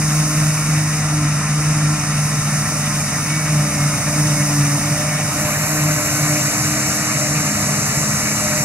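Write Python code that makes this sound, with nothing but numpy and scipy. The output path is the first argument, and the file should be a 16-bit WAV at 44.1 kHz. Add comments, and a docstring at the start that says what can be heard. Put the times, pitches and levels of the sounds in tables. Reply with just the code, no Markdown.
"""A forage harvester chops grass some sixty metres off across an open field, two tractors alongside.
Its diesel sags under each thick swath; exhaust note, cutter drum and gears are orders of one shaft and
sag together, while the turbocharger whistles. Chopped crop roars and hisses through the spout, and the
tractors drone below. Scattering in turbulent air makes every tone fade and swell. Partway through,
the microphone swings, so that the harvester is heard from one side."""
import sys
import numpy as np
from scipy import signal
from scipy.fft import rfft, irfft
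from scipy.io import wavfile

SR = 44100
rng = np.random.default_rng(int(sys.argv[2]) if len(sys.argv) > 2 else 0)


def int16_out(signal):
    """Quantize to a 16-bit WAV file."""
    q = np.round(np.clip(np.atleast_2d(signal).T, -1, 1) * 32767)
    wavfile.write(sys.argv[1], SR, q.astype(np.int16))


N = 381024
TIME, FREQ = np.arange(N) / SR, np.maximum(np.fft.rfftfreq(N, 1 / SR), 1)

# Response of the two microphone ports, with the harvester ahead and to one side:
# (frequency [Hz], left minus right level [dB], coherence [0-1], left phase lag [rad])
PORTS_AHEAD = [(250, 0, 1, 0), (650, .3, .99, .1), (1350, .9, .94, .15), (1650, 1, .65, .4),
               (1950, 0, .9, .1), (2500, 2.5, .8, .25), (2750, 2, .63, .25), (2930, 9, .06, 1.2),
               (3170, 0, .95, 3.14), (3500, .5, .94, 3.1), (3800, -3, .26, 1.7), (4110, -.5, .85, 3),
               (4410, -1, .55, .2), (4590, 0, .64, 2.6), (4750, .6, .7, .8), (5200, -2, .45, 1.7),
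               (6650, 2.4, .65, 2.05), (7900, 0, .55, 2.8), (9150, -11, .18, .4), (10300, -2, .7, 2.85),
               (10950, -4.2, .58, 2.85), (12650, 1.5, .8, 3.1), (13700, -1, .1, 3.1)]
PORTS_ASIDE = [(250, 0.0, 1.0, 0.0), (650, 1.0, 0.99, 0.2), (1350, 3.0, 0.91, 0.9), (1700, -2.0, 0.7, 0.6),
               (2050, 1.0, 0.74, 1.4), (2250, -1.5, 0.62, 1.1), (2890, 5.6, 0.54, 1.99),
               (3150, -0.6, 0.998, 3.16), (3400, 0.8, 0.998, 3.12), (3870, -6.9, 0.03, -0.65),
               (4340, -0.3, 0.33, 0.57), (4600, 3.5, 0.55, 2.53), (4950, 0.7, 0.75, 2.62),
               (5260, 0.5, 0.88, 3.73), (6680, 2.0, 0.33, 4.63), (7580, -0.0, 0.78, 6.15),
               (8770, -9.0, 0.0, 5.87), (10170, 0.1, 0.75, 6.32), (10440, -0.8, 0.14, 7.58),
               (11460, -2.8, 0.33, 7.7), (12590, -0.9, 0.84, 9.29), (13260, 0.1, 0.12, 8.92)]


def undb(db):
    """Amplitude ratio of a level in decibels."""
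    return np.exp(np.asarray(db) * (np.log(10) / 20))

def curve(table):
    """Linear interpolation in time: each later column of a table at every sample."""
    times, *columns = np.transpose(table)
    return [np.interp(TIME, times, c) for c in columns]

def colour(table):
    """Interpolation in log frequency: each later column of a table at every spectral bin."""
    hz, *columns = np.transpose(table)
    return [np.interp(np.log(FREQ), np.log(hz), c) for c in columns]

def ramp(middle_s, length_s):
    """Linear transition from 0 to 1, centred on middle_s."""
    return np.clip((TIME - middle_s) / length_s + 1 / 2, 0, 1)

def bump(middle_s, width_s):
    """Gaussian pulse of height 1 that falls to 1/e at width_s from its middle."""
    return np.exp(-((TIME - middle_s) / width_s) ** 2)

def noise():
    """Spectrum of white noise with a density of 0 dB per Hz."""
    return rfft(rng.standard_normal(N)) * np.sqrt(SR / 2)

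def wander(rate, size=2048):
    """Band-limited random fluctuation of unit variance, changing about rate times a second."""
    hz = np.arange(size // 2 + 1) * SR / N
    slow = irfft(rfft(rng.standard_normal(size)) * hz / (hz + .2 * rate) / (1 + (hz / rate) ** 2))
    return np.interp(np.arange(N), np.linspace(0, N, size), slow / slow.std())

def phase_of(hz):
    """Phase is the time integral of frequency."""
    return 2 * np.pi * np.cumsum(hz) / SR

def tone(phase, scatter, rate):
    """Scattering: turbulent air gives a tone of rms 1 a part of wandering amplitude and phase."""
    phase = phase + 2 * np.pi * rng.random()
    in_phase, quadrature = 1 + scatter * wander(rate), scatter * wander(rate)
    return (in_phase * np.cos(phase) + quadrature * np.sin(phase)) * np.sqrt(2 / (1 + 2 * scatter ** 2))

def ports(table, direct, diffuse=None):
    """Left and right spectra differ in level and phase; diffuse sound lowers their coherence."""
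    pan_db, coherence, lag = colour(table)
    pair = np.array([direct, direct])
    if diffuse is not None:
        opposed = np.array([diffuse, -diffuse])
        pair = pair * np.sqrt((1 + coherence) / 2) + opposed * np.sqrt((1 - coherence) / 2)
    balance = undb(np.array([pan_db, -pan_db]) / 2)
    balance /= np.sqrt(np.mean(balance ** 2, axis=0))
    return pair * balance * np.array([np.exp(-1j * lag), np.ones(len(lag))])

def microphone_swing():
    """Direction of incidence: 0 with the harvester ahead, 1 with it to one side."""
    return ramp(middle_s=5.4, length_s=.26)

def tractors():
    """Spherical spreading: two diesels of wandering speed grow louder as they draw closer."""
    # engine tones: (frequency [Hz], relative level [dB])
    partials = [(105, -46), (121, -38.5), (136, -27.5), (143, -36), (243, -41.5)]
    # exhaust grumble and midrange growl: (frequency [Hz], relative spectral density [dB])
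    grumble_spectrum = [(40, -90), (75, -56.5), (100, -55.5), (135, -48), (165, -50.5), (200, -59.5),
                        (290, -60.5), (350, -74), (500, -130)]
    growl_spectrum = [(280, -100), (400, -76.5), (560, -66), (680, -63), (790, -67), (1000, -75),
                      (1400, -100)]
    drift = 1 + .01147 * wander(.578)
    drone = sum(undb(db - 5.5) * tone(phase_of(hz * drift), scatter=.65, rate=4.8) for hz, db in partials)
    grumble = irfft(noise() * undb(colour(grumble_spectrum)[0]))
    growl = irfft(noise() * undb(colour(growl_spectrum)[0]))
    growl *= ramp(middle_s=3.4, length_s=.33) * undb(1.5 * wander(4.9))  # enters as they draw level
    approach_db = np.interp(TIME, [0, 4.9], [-5.5, 1])
    return undb(approach_db) * (drone + grumble + growl)

def rumble(fade_db_per_s=.3):
    """Directivity: the noise of tyres, feed rollers and exhaust gas fades as the rear turns away."""
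    # the harvester's low noise: (frequency [Hz], spectral density [dB per Hz])
    spectrum = [(15, -71), (30, -72), (50, -68), (70, -59), (95, -58.5), (130, -56.5), (165, -51),
                (195, -56), (255, -57), (305, -59), (340, -69), (400, -90), (600, -127)]
    fade_db = fade_db_per_s * (TIME - TIME.mean())
    return irfft(noise() * undb(colour(spectrum)[0])) * undb(.57 * wander(4.5) - fade_db)

def crop_stream(firing, bands=9, hiss_from_hz=3500):
    """Flow noise: the blower roars and grass hisses up the spout; moving air flutters each band."""
    # rush of the crop: (frequency [Hz], relative spectral density ahead [dB], the same aside [dB])
    rush_spectra = [(400, -75, -67), (530, -65.5, -61.5), (700, -60, -58), (825, -64, -63.5),
                    (940, -64, -63.5), (1150, -60.5, -58.5), (1390, -59.5, -58), (1600, -64, -62),
                    (1860, -58.5, -57.5), (2000, -60.5, -57), (2120, -62.5, -59), (2380, -60.5, -58.5),
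                    (2590, -63.9, -61.5), (2980, -68.5, -65.3), (3250, -72.5, -75.5), (3390, -72, -75.5),
                    (3830, -66, -67.5), (4070, -72.5, -66.5), (4800, -67, -64.5), (4760, -63.5, -62.5),
                    (6130, -57, -55.5), (6750, -60, -56.5), (7660, -62.5, -57.5), (8100, -62.5, -60),
                    (8700, -63, -66.5), (9470, -61, -63), (10400, -65.5, -66), (11300, -63.5, -64.5),
                    (12320, -70.5, -64), (13600, -80.5, -83)]
    # hiss following the flow of grass: (time [s], relative level [dB])
    flow_level = [(0, 0.2), (.5, 0), (1, -2), (1.25, -2.4), (1.65, -1.4), (2.25, -1.3), (2.5, -0.5),
                  (2.95, -0.5), (3.4, -1.4), (3.75, -0.7), (4.4, 1), (4.9, 0.2), (5.25, -0.9), (5.55, -2.4),
                  (6.4, .5), (7.5, -0.25), (8.64, .2)]
    centres_hz = np.geomspace(400, 4500, bands)
    band_position = np.interp(np.log(FREQ), np.log(centres_hz), np.arange(bands))
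    low_cut = 1 / np.sqrt(1 + (370 / FREQ) ** 12)
    throb = 1 + .04 * np.cos(firing)
    roar = undb(-.7 + 1.1 * bump(5.75, 1.7)) * throb  # swells as the spout points at the listener
    hiss = undb(curve(flow_level)[0])
    flutter = [undb(wander(9.2) + 1.6 * wander(17)) for _ in centres_hz[:-1]]
    flutter.append(undb(.28 * wander(8)))  # the top band wavers only slightly
    swing = microphone_swing()
    out = 0
    for table, rush_db, share in zip((PORTS_AHEAD, PORTS_ASIDE), colour(rush_spectra), (1 - swing, swing)):
        pair = ports(table, noise(), noise()) * undb(rush_db) * low_cut
        for k, hz in enumerate(centres_hz):
            gain = roar if hz < hiss_from_hz else hiss
            band = irfft(pair * np.maximum(1 - abs(band_position - k), 0))
            out = out + band * (flutter[k] * gain * np.sqrt(share))
    return out

def sheen(stream, above_hz=10500):
    """Amplitude modulation: the highest hiss wavers, dulls early on and brightens briefly near 5.5 s."""
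    # treble shelf: (time [s], gain [dB])
    shelf = [(0, -1.2), (.55, .8), (1.15, -4), (1.9, -5), (2.3, -1.1), (3.6, .2), (4.5, 1.3), (5.2, -0.5),
             (5.48, 6.5), (6.5, 1.3), (7.2, -1.5), (8.64, 0)]
    treble = irfft(rfft(stream) / (1 + (above_hz / FREQ) ** 16))
    gain = undb(curve(shelf)[0] + .7 * wander(8))
    return stream + (gain - 1) * treble

def gears(firing, mesh_order=14.75, left_lag_rad=.42):
    """Tooth meshing: the drive radiates a thin metallic whine that beams out in short squeals."""
    # whine beneath the squeals: (time [s], level [dB])
    whine_level = [(0, -48), (1.8, -44), (3.05, -46), (3.3, -39.5), (3.65, -40), (4.35, -38.5), (4.55, -44),
                   (5.1, -40), (5.5, -44), (6.9, -39.5), (7.6, -46), (8.64, -38.5)]
    # squeals: (time [s], rise [dB], half-width [s])
    squeals = [(.67, 9.5, .17), (3.33, 8.5, .1), (3.47, 6, .04), (3.84, 4, .11), (4.38, 6, .06),
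               (5.16, 4.5, .09), (6.2, 6, .07), (8.25, 9, .05)]
    db = curve(whine_level)[0] + sum(rise_db * bump(s, width_s) for s, rise_db, width_s in squeals)
    whine = undb(db) * tone(mesh_order * firing, scatter=.21, rate=8.3)
    left = irfft(rfft(whine) * np.exp(-1j * left_lag_rad))
    return np.array([left, whine])

def turbo():
    """Spectral broadening: the air blurs the whistle of a turbine that spools with the load."""
    # turbocharger whistle: (time [s], frequency [Hz])
    pitch = [(0, 11320), (.4, 11250), (1.15, 10430), (3.15, 10890), (3.6, 10400), (5, 11300), (5.75, 11400),
             (6, 11285), (8.64, 11285)]
    return undb(-37) * tone(phase_of(curve(pitch)[0]), scatter=1.1, rate=17)

def exhaust(firing):
    """Periodic gas flow sounds at the firing rate; uneven cylinders add a thud once a turn."""
    # note before the surges, fading as the pipe turns away: (time [s], level [dB])
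    note_level = [(0, -17.9), (1.9, -19.3), (2.5, -20.9), (3.0, -23.7), (3.45, -21.4), (4.0, -21),
                  (4.5, -18.5), (4.85, -22.2), (5.2, -25.5), (6.35, -26.3), (6.8, -34), (7.3, -30.5),
                  (8, -27.7), (8.64, -27)]
    # surges and drops caused by moving air: (time [s], level change [dB])
    surges = [(.32, -4), (.42, 4), (.58, -2), (.78, 3), (.88, -3), (1.06, -2), (1.2, 4), (1.43, -4),
              (1.69, 4), (1.88, 2.5), (1.99, -3), (2.55, 3.5), (2.7, -8), (3.16, -12), (3.58, 5),
              (3.73, -5), (3.85, 4), (3.98, -6), (4.25, 2.5), (4.55, 3), (5.1, 3.5), (5.35, -10),
              (5.86, 7.5), (6.08, -7), (6.24, 8.5), (6.55, -12), (7.15, 5), (7.37, 5), (8, 6), (8.23, -12)]
    surge_db = sum(db * bump(s, width_s=.068) for s, db in surges)
    note = undb(surge_db) * tone(firing, scatter=.13, rate=5.5)
    thud = undb(-22 + surge_db / 2) * tone(firing / 3, scatter=.3, rate=7.9)
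    return undb(curve(note_level)[0]) * (note + thud)

def cutter_drum(firing):
    """Blade passage: the knives beat seven times for every five firings."""
    # knife beat: (time [s], level [dB])
    beat_level = [(0, -33.5), (1.1, -40), (1.4, -33), (1.7, -38), (2.2, -31.5), (3, -32), (3.38, -41),
                  (3.6, -30.5), (3.95, -29.5), (4.6, -32), (5.05, -37.5), (5.45, -29.5), (5.75, -39),
                  (6.2, -37), (7.3, -29.5), (8.25, -28), (8.64, -30)]
    return undb(curve(beat_level)[0]) * tone(7 / 5 * firing, scatter=.22, rate=4)

def engine_orders(firing):
    """Order tones: everything driven by the crankshaft sounds at a fixed multiple of the firing rate."""
    # the exhaust's octave and the engine housing's boom: (time [s], level [dB])
    octave_level = [(0, -33.5), (.4, -29.5), (.58, -37), (.8, -32), (1.03, -37), (1.2, -26), (1.45, -41),
                    (1.62, -32), (1.9, -30), (2.25, -42), (3.2, -42), (3.45, -33), (3.7, -29), (3.9, -35.5),
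                    (4.25, -29.5), (4.6, -23.8), (4.85, -30), (5.2, -37), (5.42, -33), (5.62, -37),
                    (5.78, -28.5), (6.1, -30), (6.38, -26.5), (6.5, -33), (6.7, -26), (6.88, -33),
                    (7.35, -30.5), (7.8, -37), (8.64, -35.5)]
    housing_level = [(0, -43), (.37, -38.5), (.65, -46), (1.5, -46), (2.6, -45), (2.9, -39), (3.2, -48),
                     (3.55, -34.5), (3.95, -38), (4.38, -33.5), (4.55, -39), (4.85, -39), (5.02, -30.5),
                     (5.25, -36), (5.47, -31.5), (5.7, -38), (5.95, -29.5), (6.15, -35), (6.38, -30.7),
                     (6.52, -43), (7.05, -42), (7.23, -30.5), (7.4, -38), (7.62, -35), (8.0, -42),
                     (8.3, -37), (8.5, -29), (8.64, -32)]
    # exhaust buzz and two knife-beat overtones, as the cutter end comes round to face the listener:
    # (order [x firing rate], first level [dB], last level [dB], scatter [ratio], flutter rate [1/s])
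    shaft_tones = [ (3, -45.5, -50, 0.7, 7.5), (14 / 5, -64, -42.5, 0.29, 2.4),
                   (21 / 5, -48, -44.5, 0.61, 2.4)]
    # fractional-order and knocking tones: (order [x firing rate], first level [dB], last level [dB])
    knock_tones = [(2 / 3, -43, -43), (7 / 10, -39, -39), (5 / 3, -45, -45), (5, -45, -44), (6, -48.5, -45),
                   (7.04, -40, -45), (8, -44, -42), (8.45, -42.5, -45.5), (11, -49, -47), (12, -46, -43),
                   (13, -44, -41.5)]
    # two harmonics that swell in turn as the machine moves past:
    # (order [x firing rate], base level [dB], rise [dB], peak time [s], half-width [s])
    whine_tones = [(9, -43.5, 6.5, 1.9, 1.1), (10, -47, 10.5, 6.2, .65)]
    octave = undb(curve(octave_level)[0]) * tone(2 * firing, scatter=.21, rate=7.3)
    housing = undb(curve(housing_level)[0]) * tone(4 * firing, scatter=.24, rate=8)
    shaft = sum(undb(np.linspace(first_db, last_db, N)) * tone(k * firing, scatter, rate)
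                for k, first_db, last_db, scatter, rate in shaft_tones)
    knock = sum(undb(np.linspace(first_db, last_db, N)) * tone(k * firing, scatter=.42, rate=4)
                for k, first_db, last_db in knock_tones)
    whines = sum(undb(db + rise_db * bump(s, width_s)) * tone(k * firing, scatter=.3, rate=4)
                 for k, db, rise_db, s, width_s in whine_tones)
    return octave + housing + shaft + knock + whines

def harvester(firing):
    """Directional hearing: the machine's tones reach the two ports from ahead, then from one side."""
    spectrum = rfft(exhaust(firing) + cutter_drum(firing) + engine_orders(firing) + turbo())
    swing = microphone_swing()
    return (1 - swing) * irfft(ports(PORTS_AHEAD, spectrum)) + swing * irfft(ports(PORTS_ASIDE, spectrum))

def scene():
    """Superposition of the harvester's tones, gears, crop stream and rumble with the tractors."""
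    # the diesel, sagging under each thick swath: (time [s], firing rate [Hz])
    firing_rate = [(0, 151.3), (.75, 152.6), (1.08, 151.2), (1.3, 148.3), (1.72, 151.6), (2.04, 149.2),
                   (3.08, 148.6), (3.38, 153), (3.78, 146.5), (4.24, 149.9), (4.69, 143.6), (5.02, 150.3),
                   (5.55, 150.2), (5.76, 152.1), (6.02, 149.7), (6.22, 150.4), (6.38, 149.2), (6.6, 150.7),
                   (7.04, 151.4), (7.48, 149.2), (8.0, 149.7), (8.28, 151.5), (8.64, 150.9)]
    firing = phase_of(curve(firing_rate)[0])
    return harvester(firing) + gears(firing) + sheen(crop_stream(firing)) + rumble() + tractors()

def record(dry):
    """Band limiting: a steep elliptic low-pass removes the treble above 15.7 kHz."""
    return signal.sosfilt(signal.ellip(14, .1, 80, 15700, fs=SR, output="sos"), dry)


dry = scene()
out = record(dry)
int16_out(out)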